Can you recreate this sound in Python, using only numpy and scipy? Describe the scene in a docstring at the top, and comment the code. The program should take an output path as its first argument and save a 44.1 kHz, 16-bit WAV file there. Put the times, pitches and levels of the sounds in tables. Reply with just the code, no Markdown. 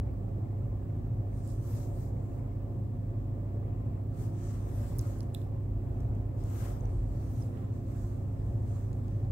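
"""A covered pan simmers on a stove in a small hard kitchen.
From the start appliances hum in wavering sines, noise rumbles in room and pan resonances, and the
simmer, coloured noise plus ringing bubbles, hushes under the glass lid over a faint microphone hiss.
After a second cloth close to the microphones rustles in swells of noise, pauses, and resumes past four.
Small ticks, filtered noise bursts, are thickest just around and after five seconds; two knocks ring."""
import sys
import numpy as np
from scipy import signal
from scipy.fft import rfft, irfft, next_fast_len
from scipy.io import wavfile

SR = 44100
rng = np.random.default_rng(int(sys.argv[2]) if len(sys.argv) > 2 else 0)


def materialize(psi):
    """Save the field psi as 16-bit PCM at rate SR to the path in sys.argv[1].

    A 1-D psi becomes a single channel; in a 2-D psi each row is a channel.
    """
    bounded = np.clip(np.atleast_2d(psi).T, -1, 1)
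    quanta = np.round(bounded * 32767).astype(np.int16)
    wavfile.write(sys.argv[1], SR, quanta)


def magnitude_from_level(level_db):
    """Linear magnitude for a level in decibels (20 dB per decade)."""
    exponent = np.asarray(level_db, float) / 20
    return 10 ** exponent


N = 410571

# Colour of the simmer under the lid, for bed and bubbles. Each row: frequency in Hz, relative dB per Hz.
SIMMER_COLOUR = [(20, -26.5), (60, -2), (150, -10.5), (300, -19.5), (450, -20), (700, -21.5), (1000, -31),
                 (1500, -43.5), (1900, -44), (2600, -48.5), (3200, -57.5), (5000, -65), (16000, -85.5)]


def rms_one(x):
    """Scale to unit rms."""
    return x / np.sqrt(np.mean(x ** 2) + 1e-20)


def in_time(rows):
    """Columns of a table keyed by seconds, interpolated to every sample."""
    s, *columns = np.transpose(rows)
    return [np.interp(np.arange(N) / SR, s, c) for c in columns]


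def at_hz(points, hz):
    """Spectrum points interpolated over log frequency."""
    point_hz, value = np.array(points).T
    return np.interp(np.log(hz), np.log(point_hz), value)


def drift(rate_hz):
    """Slow chance with spread 1: noise through a double pole at rate_hz, run every 40 samples."""
    hop, settle = 40, 4000
    r = np.exp(-2 * np.pi * rate_hz * hop / SR)
    noise = rng.standard_normal(N // hop + settle + 2)
    slow = signal.lfilter([1], [1, -2 * r, r * r], noise)[settle:]
    return np.interp(np.arange(N) / hop, np.arange(len(slow)), rms_one(slow - slow.mean()))


def sides(pan_db):
    """Left and right gains for a left-right difference."""
    return magnitude_from_level(np.array([pan_db, -pan_db]) / 2)


def room_noise(gain_at):
    """Stereo noise of a given colour, alike in the bass, nearly unrelated in the treble."""
    # Likeness of the ports. Each row: frequency in Hz, left-right correlation.
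    likeness = [(60, 1), (99, 1), (160, 0.95), (270, 0.84), (450, 0.88), (740, -0.1), (1220, -0.021),
                (2010, 0.056), (3330, -0.034), (5500, -0.17), (9080, -0.036), (15000, -0.087)]
    # Tilt between the ports. Each row: frequency in Hz, left-right difference in dB.
    lean = [(60, -0.5), (92, 4.5), (140, -3.5), (210, 2), (330, 2), (500, -10.5), (770, 4), (1170, 0),
            (1790, -0.5), (2740, 2), (4190, -0.5), (6410, 1.5), (9810, -2.5), (15000, 5)]
    top_hz = 15740
    size = next_fast_len(N)
    hz = np.maximum(np.arange(size // 2 + 1) * SR / size, 1)
    mid, side = rfft(rng.standard_normal((2, size)))
    alike = np.clip(at_hz(likeness, hz), -1, 1)
    pair = np.sqrt(1 + alike) * mid + np.sqrt(1 - alike) * side * [[1], [-1]]
    gain = sides(at_hz(lean, hz)) * gain_at(hz) * (hz < top_hz)
    return irfft(pair * gain, size)[:, :N]


def patchy(x, depth_db, rate_hz):
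    """Quarter-octave bands from 1 to 16 kHz, and all below and above, flicker separately at each port."""
    pad, size = 4096, next_fast_len(N + 8192)
    # mirrored ends keep the edges quiet
    spectrum = rfft(np.pad(x, ((0, 0), (pad, size - N - pad)), mode="reflect"))
    hz = np.arange(size // 2 + 1) * SR / size
    edges_hz = np.r_[0, 1000 * 2 ** np.arange(0, 4.1, .25), SR]
    out = 0
    for low, high in zip(edges_hz, edges_hz[1:]):
        band = irfft(spectrum * ((hz >= low) & (hz < high)), size)[:, pad:pad + N]
        flicker = np.array([drift(rate_hz), drift(rate_hz)])
        out = out + band * magnitude_from_level(depth_db * flicker)
    return out


def hum():
    """Steady appliance tones whose pitch and level waver a little."""
    # Pitch of each tone in Hz.
    tone_hz = [100.3, 127.9, 199.9, 236.2, 269.2, 300.1, 367.4, 377.5]
    # The same tones. Each row: mean level in dB rms, left-right difference in dB.
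    tone_levels = [(-37, -2), (-45, -2.5), (-62.5, 2), (-60, 2.5), (-52.5, -1.7), (-66, -1), (-63.5, -1.5),
                   (-68.5, 0.5)]
    out = 0
    for hz, (level_db, pan_db) in zip(tone_hz, tone_levels):
        wavering_hz = hz * (1 + .0006 * drift(.5))
        phase = 2 * np.pi * np.cumsum(wavering_hz) / SR + rng.uniform(0, 2 * np.pi)
        tone = np.sqrt(2) * magnitude_from_level(level_db + .7 * drift(0.89)) * np.sin(phase)
        out = out + sides(pan_db)[:, None] * tone
    return out


def rumble():
    """Noise in narrow steep resonances: the deep is uneven, the middle wanders partly with it, the top is steady."""
    # Room and pan resonances: centres in Hz.
    mode_hz = [33, 44.5, 49, 56.5, 63, 74, 83, 107, 114, 124, 134, 158, 181, 196, 212, 228, 240, 254, 290,
               318, 333, 353, 390, 423, 540, 573, 689, 817, 932, 1044, 1160, 1750]
    # The same resonances. 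Each row: width at -6 dB in Hz, relative peak in dB per Hz.
    mode_shapes = [(2.7, -65.5), (5.8, -53), (2.78, -53.5), (1.5, -61), (3.8, -53), (4.96, -60.5),
                   (4.02, -56), (8.5, -56), (4.9, -48), (5.3, -57.5), (5.9, -65.5), (9.2593, -63),
                   (6.8, -66.5), (8.54, -67.5), (10.2, -73.5), (5.93, -78.5), (7.95, -65.5), (8.1, -71.5),
                   (14, -74), (10.1, -70.5), (4.4, -75.5), (11.7, -70), (13.9, -76), (15.8, -78),
                   (33, -81.5), (7.4, -74), (44, -81.5), (21, -94.5), (27, -94), (13, -86), (71, -95),
                   (130, -105)]
    # Slow swells in the level of the deep noise. Each row: time in seconds, level in dB rms.
    deep_level = [(0.0, -33), (0.3, -41), (1.5, -40.5), (3.2, -43.5), (4.7, -39), (5.4, -41.5),
                  (6.05, -36.5), (6.7, -41), (7.03, -33.5), (7.5, -45), (8.5, -40), (9.31, -40)]
    low_split_hz, high_split_hz = 90, 140
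    middle_db, middle_share = -40.5, .3   # mean level in dB, share of the deep wandering

    def ringing(low_hz, high_hz):
        modes = [(f, *shape) for f, shape in zip(mode_hz, mode_shapes) if low_hz <= f < high_hz]

        def gain_at(hz):
            power = sum(magnitude_from_level(2 * db) / (1 + (2 * (hz - f) / width) ** 2) ** 2 for f, width, db in modes)
            return np.sqrt(SR / 2 * power)
        return room_noise(gain_at)

    deep_db, = in_time(deep_level)
    middle_db = middle_db + middle_share * (deep_db - deep_db.mean())
    deep = rms_one(ringing(0, low_split_hz)) * magnitude_from_level(deep_db)
    middle = rms_one(ringing(low_split_hz, high_split_hz)) * magnitude_from_level(middle_db)
    return deep + middle + ringing(high_split_hz, SR)


def bubbles():
    """Bubbles burst at random in the thick liquid and ring briefly, coloured like the simmer; unit rms."""
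    bubbles_per_s, ring_cycles, pitches = 900, 30., 30   # rate before its drift, cycles to -60 dB
    born = rng.random(N) < bubbles_per_s * magnitude_from_level(3 * drift(4)) / SR
    strength = magnitude_from_level(2.5 * np.minimum(rng.exponential(1, N), 5))
    bursts = born * strength * rng.choice([-1, 1], N) + 1e-18
    dealt, out = rng.integers(0, pitches, N), 0
    for k, hz in enumerate(np.geomspace(200, 3200, num=pitches)):
        r, w = magnitude_from_level(-60 * hz / (ring_cycles * SR)), 2 * np.pi * hz / SR
        rings = signal.lfilter([0, np.sin(w)], [1, -2 * r * np.cos(w), r * r], bursts * (dealt == k))
        # each spot of the pan lies nearer one port
        other_port = np.roll(rings, round(rng.uniform(-0.00088, .001) * SR))
        level = magnitude_from_level(at_hz(SIMMER_COLOUR, hz)) * np.sqrt(hz)
        out = out + level * np.array([rms_one(rings), rms_one(other_port)])
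    return rms_one(out)


def simmer():
    """Coloured noise and bubbles under the lid, flickering band by band and swelling gently."""
    # Swell, used about its mean. Each row: time in seconds, level in dB.
    simmer_swell = [(0.0, -55), (2.3, -54.5), (2.8, -56), (3.7, -54), (4.4, -56.5), (4.8, -52.5),
                    (5.6, -55), (6.65, -52), (7.05, -55), (9.31, -56)]
    bed_db, bubbles_over_bed_db = -46.5, -10
    bed = rms_one(room_noise(lambda hz: magnitude_from_level(at_hz(SIMMER_COLOUR, hz))))
    mix = magnitude_from_level(bed_db) * patchy(bed + magnitude_from_level(bubbles_over_bed_db) * bubbles(), depth_db=1.0, rate_hz=2.7)
    swell_db, = in_time(simmer_swell)
    return mix * magnitude_from_level(swell_db - swell_db.mean() + .5 * drift(9.9))


def microphone_hiss():
    """Smooth steady noise above 1 kHz with the colour of the microphone ports."""
    # Each row: frequency in Hz, relative dB per Hz.
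    hiss_colour = [(1000, -3), (4000, -2.5), (6900, -4.5), (7700, 1.5), (8500, -5.5), (9500, -10),
                   (11000, -8.5), (12500, -2), (15000, -3), (16000, 6.5)]
    level_db = -76
    return magnitude_from_level(level_db) * rms_one(room_noise(lambda hz: magnitude_from_level(at_hz(hiss_colour, hz)) * (hz > 1000)))


def stroke_gains():
    """One rounded swell stretched to each stroke's length, powers adding: gains of rustle, body, sheen."""
    # Each row: crest in seconds, length in seconds, rustle level in dB, body and sheen in dB above it.
    cloth_strokes = [(1.378, 0.1, -72, -3, -6.5), (1.498, .13, -64.5, -6, -7),
                     (1.754, 0.21, -60.5, -3.5, -2.5), (2.007, .14, -67, -6.5, -4.5),
                     (2.304, 0.33, -77.5, -3, -7), (4.22, 0.13, -66, 3, -5),
                     (4.488, 0.27, -64.5, 2.5, -10.5), (4.684, .1, -71, 2.5, -8),
                     (4.833, .26, -64.5, 2, -1.5), (5.08, 0.26, -65, 2.5, -4.5), (5.39, .12, -74.5, 5.5, 2),
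                     (6.02, .3, -79.5, 5, -5.5), (6.466, .14, -66.5, 0, -6.5),
                     (6.634, 0.2, -60.5, 4.5, -1.5), (6.921, 0.31, -73.5, 2.5, -9),
                     (7.225, 0.24, -71, 2, -2.5), (7.385, .2, -66.5, -0.5, -5),
                     (7.609, .15, -76.5, 12.5, -5.5), (7.76, .1, -73, 1.5, -9), (8.00, 0.24, -69, 2.5, -6),
                     (8.22, 0.25, -78.5, 6.5, -4.5), (8.474, .3, -75.5, 4, -9),
                     (8.765, 0.22, -70, 3.5, -6.5), (8.941, .15, -76.5, 1.5, -9),
                     (9.124, 0.29, -76.5, 7, -6)]
    rest_db = (-85.5, -76.5, -85.5)   # cloth at rest: rustle, body, sheen
    rise_share, edge_drop_db, squareness = 0.5, 6, 1.9   # rise as share of length, drop at both ends
    t = np.arange(0, N, 64) / SR
    power = magnitude_from_level(2 * np.array(rest_db))[:, None]
    for crest_s, length_s, level_db, body_db, sheen_db in cloth_strokes:
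        flank_s = length_s * np.where(t < crest_s, rise_share, 1 - rise_share)
        away = np.abs(t - crest_s) / flank_s
        swell_db = level_db - np.minimum(edge_drop_db * away ** squareness, 80)
        power = power + magnitude_from_level(2 * (swell_db + np.array([[0], [body_db], [sheen_db]])))
    return [np.interp(np.arange(N) / SR, t, np.sqrt(p)) for p in power]


def rustle():
    """Sliding fibres as three colours of noise that share one flutter and add their own."""
    # Colours of the cloth. Each row of the three: frequency in Hz, relative dB per Hz.
    main_colour = [(2800, -24.5), (4000, -6.5), (5500, -3), (8000, 0), (9500, -4.5), (10500, -20.5)]
    body_colour = [(400, 0.5), (700, -2.5), (1250, 6), (1500, -0.5), (1800, -0.5), (2300, -7.5), (3500, -9),
                   (4500, -19)]
    sheen_colour = [(9000, -20.5), (10500, -5.5), (12500, 0), (14000, -3), (16000, -6.5)]
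    # Where the cloth moves. Each row: time in seconds, left-right difference in dB.
    cloth_side = [(0, 1.5), (1.5, -3.5), (1.9, 3.5), (4.4, 0.5), (4.85, 3), (5.2, -2.5), (6.5, 2.5),
                  (7.1, -1), (7.4, -6), (7.7, -2), (8.0, -7), (8.3, -2), (8.76, -4), (9.0, 2), (9.31, -2)]
    pan_db, = in_time(cloth_side)
    out, flutter_db = 0, 0.38 * drift(27)
    for colour, gain in zip((main_colour, body_colour, sheen_colour), stroke_gains()):
        noise = room_noise(lambda hz: magnitude_from_level(at_hz(colour, hz)) * (hz > 400))
        out = out + rms_one(noise) * gain * magnitude_from_level(flutter_db + 0.72 * drift(31))
    return patchy(out, depth_db=2.0, rate_hz=4.4) * sides(pan_db)


def placed(sound, start_s, peak_db, pan_db):
    """Set one short sound in silence, a second longer than the scene, later at the farther left port."""
    left_lag_s = .0003
    sound = sound * magnitude_from_level(peak_db) / np.abs(sound).max(axis=1, keepdims=True) * sides(pan_db)[:, None]
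    out = np.zeros((2, N + SR))
    for side, lag_s in enumerate((left_lag_s, 0)):
        at = round((start_s + lag_s) * SR)
        out[side, at:at + sound.shape[1]] += sound[side]
    return out


def ticks():
    """Each tick is a noise burst of a few cycles in a band of its own."""
    # Each row: start in seconds, peak in dB, low and high band edge in Hz, left-right difference in dB.
    tick_list = [(1.477, -45, 7500, 11000, -11), (4.9863, -27, 9470, 16200, -9),
                 (4.9923, -28.5, 4840, 11200, -1), (5.0012, -51, 3500, 5500, -4),
                 (5.012, -38, 8000, 16100, -7.5), (5.071, -46, 7000, 13000, -5),
                 (5.1875, -50, 8000, 11000, -6), (5.2063, -40.5, 3500, 12000, -6),
                 (5.2306, -48, 6000, 11000, -6), (5.3430, -49, 8000, 9500, -17),
                 (6.0054, -51.5, 3500, 9900, -2), (6.1515, -54, 5960, 14100, -4),
                 (6.4389, -47, 6000, 9500, 1), (6.807, -54, 6000, 6660, 1), (6.8554, -53, 5760, 6800, -2),
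                 (7.4237, -51, 4900, 5550, -4), (7.5724, -53, 1200, 3160, -9),
                 (8.9304, -48.5, 3000, 9000, 2), (9.082, -53, 1300, 8500, 3), (9.248, -64, 3730, 4800, 0)]
    decay_cycles = 3.0   # time constant, in cycles of the band's middle
    t, out = np.arange(1500) / SR, 0
    for start_s, peak_db, low_hz, high_hz, pan_db in tick_list:
        decay = np.exp(-t * np.sqrt(low_hz * high_hz) / decay_cycles)
        burst = rng.standard_normal((2, len(t))) * decay + 1e-18
        burst[0, 0] = 1.8   # a sharp front keeps the colour even
        # the two ports hear it a little differently
        pair = burst[0] + .5 * burst[1] * np.array([[1], [-1]])
        band = signal.butter(3, [low_hz, high_hz], "band", fs=SR, output="sos")
        out = out + placed(signal.sosfilt(band, pair), start_s, peak_db, pan_db)
    return out


def knocks():
    """Something small and hard is knocked; each knock rings the same decaying modes."""
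    # Each row: start in seconds, peak in dB.
    knock_list = [(5.3477, -29), (5.4162, -54.5)]
    # Each row: frequency in Hz, mean relative level in dB, t60 in seconds.
    knock_modes = [(2700, -11, 0.0091), (3550, 0, 0.0098), (4000, -4.5, 0.012), (4900, -10.5, .008),
                   (5900, -16, .006), (7850, -3, 0.0076), (8860, -4, 0.0081), (12300, -6, .005),
                   (13340, -3, .005), (14700, -9.5, .004), (15700, -9.5, .004)]
    pan_db, attack_s = -6.5, 0.00027
    t, out = np.arange(1500) / SR, 0
    for start_s, peak_db in knock_list:
        ringing = 0
        for hz, db, t60_s in knock_modes:
            envelope = magnitude_from_level(db + rng.normal(0, 1.7, (2, 1)) - 60 * t / t60_s)
            ringing = ringing + envelope * np.sin(2 * np.pi * hz * t + rng.uniform(0, 2 * np.pi))
        out = out + placed(ringing * (1 - np.exp(-t / attack_s)), start_s, peak_db, pan_db)
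    return out


def off_tiles(dry_hits):
    """Adds the scatter off the tiles: a decaying noise tail, dulled as walls swallow the treble."""
    tail_db, t60_s, gap_s = -17.5, .28, .008
    t = np.arange(SR // 2) / SR
    tail = rng.standard_normal((2, len(t))) * magnitude_from_level(-60 * t / t60_s) * (t > gap_s)
    tail = signal.lfilter([.4], [1, -.6], tail)
    tail = tail / np.sqrt((tail ** 2).sum(axis=1, keepdims=True))
    wet = signal.fftconvolve(dry_hits, tail, axes=1)
    return dry_hits[:, :N] + magnitude_from_level(tail_db) * wet[:, :N]


def scene():
    """All layers summed."""
    return hum() + rumble() + simmer() + microphone_hiss() + rustle() + off_tiles(ticks() + knocks())


def top_cut(x):
    """Nothing passes above the cut-off."""
    return signal.sosfilt(signal.butter(12, 16500, fs=SR, output="sos"), x)


def record(dry):
    """Stores the finished mix."""
    return top_cut(dry)


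dry = scene()
out = record(dry)
materialize(out)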